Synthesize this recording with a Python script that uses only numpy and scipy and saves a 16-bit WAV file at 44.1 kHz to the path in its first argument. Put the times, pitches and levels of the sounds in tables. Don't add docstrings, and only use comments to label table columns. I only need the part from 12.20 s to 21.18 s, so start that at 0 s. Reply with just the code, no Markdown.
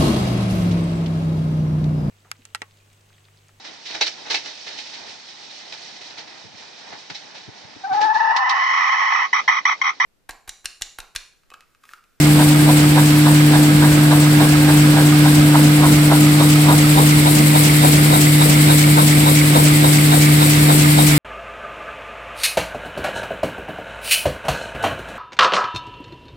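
import sys
import numpy as np
from scipy import signal
from scipy.fft import rfft, irfft
from scipy.io import wavfile
from scipy.ndimage import uniform_filter1d

SR = 44100
rng = np.random.default_rng(int(sys.argv[2]) if len(sys.argv) > 2 else 0)


def master_out(mix):
    frames = np.transpose(np.atleast_2d(mix))
    ceiling = np.clip(frames, -1, 1)
    pcm = np.round(ceiling * 32767).astype(np.int16)
    wavfile.write(sys.argv[1], SR, pcm)


N = 396018
T = np.arange(N) / SR
FOLD_S, FIRST_FOLD_S = .286153, .159


def undb(db):
    return 10 ** (np.asarray(db) / 20)


def unit(x):
    return x / np.sqrt(np.mean(x ** 2))


def colour(x, points):
    hz, db = np.transpose(points)
    f = np.maximum(np.arange(N // 2 + 1) * SR / N, 1)
    return irfft(rfft(x) * undb(np.interp(np.log(f), np.log(hz), db)), N)


def ring(x, hz, width_hz):
    return signal.lfilter(*signal.iirpeak(hz, hz / width_hz, fs=SR), x)


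def walk(rate_hz):
    k = int(SR / rate_hz)
    steps = np.repeat(rng.standard_normal(N // k + 1), k)
    return unit(uniform_filter1d(uniform_filter1d(steps, k), k)[:N])


def diffuse(alike_hz=620):
    f = np.arange(N // 2 + 1) * SR / N
    alike = np.exp(-(f / alike_hz) ** 2)
    mid, side = rfft(rng.standard_normal((2, N)))
    mid, side = mid * np.sqrt(1 + alike), side * np.sqrt(1 - alike)
    return irfft(np.array([mid + side, mid - side]), N) * np.sqrt(SR) / 2


def hiss(hz, width_hz):
    return unit(ring(ring(rng.standard_normal(N), hz, 1.7 * width_hz), hz, 1.7 * width_hz))


def blows(per_s):
    return rng.choice([-1, 1], N) * (rng.random(N) < per_s / SR)


def tone(hz, wobble):
    return np.sqrt(2) * np.sin(2 * np.pi * np.cumsum(hz * (1 + wobble * walk(120))) / SR)


def burst(t, rise_s, fall_s):
    return np.exp(-(t / np.where(t < 0, rise_s, fall_s)) ** 2 / 2)


def since(at_s):
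    return (T - FIRST_FOLD_S - at_s + FOLD_S / 2) % FOLD_S - FOLD_S / 2


def stereo(x, lag_s):
    return np.array([x, np.interp(T - lag_s, T, x)])


def blower(standing_db, lag_s, shaft_hz=74.72, waver_db=0.57):
    # multiple of shaft rate, rms level/dB, share of standing-wave change
    lines = [(1, -46.5, -1.8), (1.5, -36.5, -0.29), (2, -12.5, -0.0066), (3, -57, 0), (3.3, -36.5, 0.085),
             (4, -14.5, 1), (5, -42, -1.1), (6, -41.5, -0.26), (7, -44, -0.26)]
    angle = np.pi / 6 + 2 * np.pi * np.cumsum(shaft_hz * (1 + 0.00046 * walk(5.37))) / SR
    drone = sum(undb(db + share * standing_db + waver_db * walk(12)) * np.cos(multiple * angle)
                for multiple, db, share in lines)
    return stereo(np.sqrt(2) * drone, .00013 + 0.15 * lag_s)


def drive(swell_db=1.7, flutter_db=0.74, split_hz=900):
    # f/Hz, density/dB
    spectrum = [(20, -72), (40, -63.5), (65, -50), (110, -51.5), (180, -47), (260, -45.5), (350, -53),
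                (480, -57), (720, -57), (900, -60.5), (1600, -59.5), (2600, -57.5), (5000, -63),
                (16000, -89.5)]
    rumble = colour(diffuse(), spectrum)
    bass = signal.sosfiltfilt(signal.butter(2, split_hz, fs=SR, output="sos"), rumble)
    return bass * undb(swell_db * walk(18)) + (rumble - bass) * undb(flutter_db * walk(30))


def air(turbulence_db=0.7, mid_open_s=0.1522, half_open_s=0.029, gulp_db=-56, covered_db=-3):
    # t in turn/s, rise/s, fall/s, level/dB
    spits = [(0.083, 0.035, 0.036, 3.5), (.124, 0.0039, 0.016, 2.5), (.257, 0.019, 0.016, 1)]
    # f/Hz, density/dB
    leak_spectrum = [(900, -71), (1600, -65), (2100, -51), (2800, -61.5), (3900, -59.5), (4800, -62),
                     (6300, -70), (8000, -63.5), (12000, -65.5), (16000, -87)]
    spit_spectrum = [(1500, -94), (4000, -62.5), (6500, -71), (8500, -63.5), (12000, -66.5), (16000, -85.5)]
    rush_spectrum = [(1200, -75), (2000, -62.5), (2800, -94), (4000, -62), (4800, -60.5), (6500, -60),
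                     (8500, -66), (11000, -91), (16000, -84)]
    spit_power = sum((undb(db) * burst(since(at), rise, fall)) ** 2 for at, rise, fall, db in spits)
    t = since(mid_open_s)
    port_open = np.clip((half_open_s - abs(t)) / 0.0057, 0, 1)
    rush = undb(-45 * t) * colour(diffuse(), rush_spectrum)
    gulp = undb(gulp_db + 27 * t) * ring(diffuse(), 2680, 930)
    leak = colour(diffuse(), leak_spectrum) * undb(covered_db * burst(since(0.12), 0.058, .008))
    spit = np.sqrt(spit_power) * colour(diffuse(), spit_spectrum)
    turbulence = undb(turbulence_db * walk(400) + 0.25 * walk(10))
    return (leak + spit + port_open * (rush + gulp)) * turbulence


def gap_ring(width_hz):
    # t/s, f/Hz
    glide = [(.9, 1640), (3.6, 1560), (4.3, 1250)]
    angle = 2 * np.pi * np.cumsum(np.interp(T, *np.transpose(glide))) / SR
    lowpass = signal.butter(2, width_hz / 2, fs=SR, output="sos")
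    in_phase, quadrature = signal.sosfilt(lowpass, rng.standard_normal((2, N)))
    return unit(in_phase * np.cos(angle) + quadrature * np.sin(angle))


def rollers(air_db, gap_db, whirr_db=-34, chink_db=-34.5, whistle_db=-22.5, flicker_db=2.8):
    # f/Hz, width/Hz, level/dB
    roller_modes = [(500, 390, -34.5), (704, 170, -36.5), (1020, 280, -36.5)]
    comb_modes = [(2020, 110, -2), (2160, 250, 0), (2316, 80, 3), (2424, 66, -14.5)]
    run = sum(undb(db + flicker_db * walk(30)) * hiss(hz, width) for hz, width, db in roller_modes)
    whirr = undb(whirr_db + gap_db) * gap_ring(width_hz=330)
    chinks = unit(sum(undb(db) * ring(ring(blows(per_s=330), hz, width), hz, 8 * width)
                      for hz, width, db in comb_modes))
    whistle = undb(whistle_db) * burst(since(0.049), rise_s=.019, fall_s=.022) * hiss(3745, 190)
    return run + whirr + undb(air_db) * (undb(chink_db) * chinks + whistle)


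def web(level_db=-33, lag_s=0.00046):
    return stereo(undb(level_db + 1.3 * walk(25)) * hiss(1320, 350), lag_s)


def whine(level_db=-47):
    return undb(level_db) * tone(hz=2804, wobble=0.00397)


def valve(scatter_db=1, jitter_s=0.00046, attack_s=0.00029):
    # t in turn/s, f/Hz, t60/s, level/dB
    knocks = [(.088, 473, 0.025, -16), (.1865, 2140, 0.02, -15), (.190, 1256, 0.064, -22)]
    out = np.zeros(N)
    turns = np.arange(-1, N / SR / FOLD_S)
    for at, hz, t60, db in knocks:
        for turn, (late, size, detune) in zip(turns, rng.standard_normal((len(turns), 3))):
            start = int((FIRST_FOLD_S + turn * FOLD_S + at + jitter_s * late) * SR)
            if 0 <= start < N:
                t = T[:min(SR // 10, N - start)]
                envelope = undb(db + scatter_db * size - 60 * t / t60) * (1 - np.exp(-t / attack_s))
                ringing = np.sin(2 * np.pi * hz * (1 + 0.02 * detune) * t)
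                out[start:start + len(t)] += 2 * envelope * ringing
    return out


def slaps(level_db, gap_db, at_s=.049, jitter_s=.002, boom_db=0.3, crack_db=-12.5, tail_db=-5):
    # f/Hz, width/Hz, relative level/dB
    slap_modes = [(527, 290, -3.5), (750, 250, 3.5), (952, 220, -0.5), (1280, 280, -10)]
    level_scatter_db, crack_scatter_db, mode_scatter_db = 1.1, 3, 3
    flurry = blows(per_s=3200)
    modes = np.array([undb(db) * ring(ring(flurry, hz, width), hz, 3 * width)
                      for hz, width, db in slap_modes])
    gap_noise = gap_ring(width_hz=260) * undb(crack_db + gap_db)
    out = np.zeros(N)
    landings_s = np.arange(FIRST_FOLD_S + at_s, N / SR, FOLD_S)
    sheets = rng.standard_normal((len(landings_s), 3))
    spots = rng.standard_normal((len(landings_s), len(modes)))
    for landing_s, (late, size, bright), spot in zip(landings_s, sheets, spots):
        near = abs(T - landing_s) < FOLD_S / 2
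        t = T[near] - landing_s - jitter_s * late
        hit = burst(t + 0.0026, rise_s=0.009, fall_s=0.014)
        tail = undb(tail_db) * burst(t - .005, rise_s=0.025, fall_s=0.028)
        envelope = np.hypot(hit, tail)
        boom = undb(mode_scatter_db * spot) @ modes[:, near]
        boom *= undb(boom_db) / np.sqrt(np.average(boom ** 2, weights=envelope ** 2))
        crack = undb(crack_scatter_db * bright) * gap_noise[near]
        out[near] += undb(level_scatter_db * size) * envelope * (boom + crack)
    return out * undb(level_db)


def squeals():
    # t/s, f/Hz, half length/s, level/dB
    catches = [(1.49, 3330, 0.016, -31), (7.183, 2270, .028, -29), (8.034, 2280, .022, -27)]
    return sum(undb(db) * burst(T - at, half_s, half_s) * tone(hz, wobble=0.0065)
               for at, hz, half_s, db in catches)


def hall(x, level_db=-11, t60_s=0.067):
    t = T[:SR]
    echo = diffuse()[:, :SR] * undb(-60 * t / t60_s) * (t > .002)
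    echo /= np.sqrt(np.sum(echo ** 2) / 2)
    return undb(level_db) * signal.fftconvolve(x[None], echo, axes=1)[:, :N]


def scene():
    # t/s, hidden/0-1
    ducking = [(.6, 0.14), (1.25, 1), (3.1, 0.93), (3.8, 0)]
    # t/s, turned/0-1
    swing = [(3.9, 0.06), (4.4, 0.2), (4.9, 0.74), (5.4, 1)]
    hidden = np.interp(T, *np.transpose(ducking))
    turned = np.interp(T, *np.transpose(swing))
    air_db = -4 - 1.7 * hidden + 4 * turned
    gap_db = 0.5 + 4 * hidden - 17 * turned
    slap_db = -16.5 - 3 * hidden - 0.15 * turned
    standing_db = 0.47 - 4 * turned
    lag_s = .00012 + 0.00033 * turned
    shadow_db = 3 * turned
    balance = undb(np.array([[.5], [-.5]]) * shadow_db)
    sheets = slaps(slap_db, gap_db)
    running = valve() * undb(0.9 * air_db) + rollers(air_db, gap_db) + squeals() + whine()
    direct = stereo(sheets, lag_s) * balance + stereo(running, lag_s) + web()
    echoes = hall(sheets + running)
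    return blower(standing_db, lag_s) + direct + echoes + air() * undb(air_db) + drive()


def record(dry, top_hz=15900):
    # f/Hz, gain/dB
    left_port = [(900, 0), (2000, -4), (3800, -6.5), (5000, -3), (6300, -4), (7100, 6), (8100, 11),
                 (9000, 6.5), (10000, 6.5), (11200, 2), (11900, 9), (13000, 8.5), (15500, 15.5)]
    right_port = [(900, 0), (2000, 0), (5000, 0.5), (6300, 0), (7100, -8), (8200, -16), (9300, -8.5),
                  (11500, -7.5), (13000, -2.5), (14000, 12), (15500, 11)]
    heard = np.array([colour(dry[0], left_port), colour(dry[1], right_port)])
    lowpass = signal.ellip(10, .2, 80, top_hz, fs=SR, output="sos")
    return signal.sosfilt(lowpass, np.clip(heard, -1, 1))


dry = scene()
out = record(dry)
master_out(out)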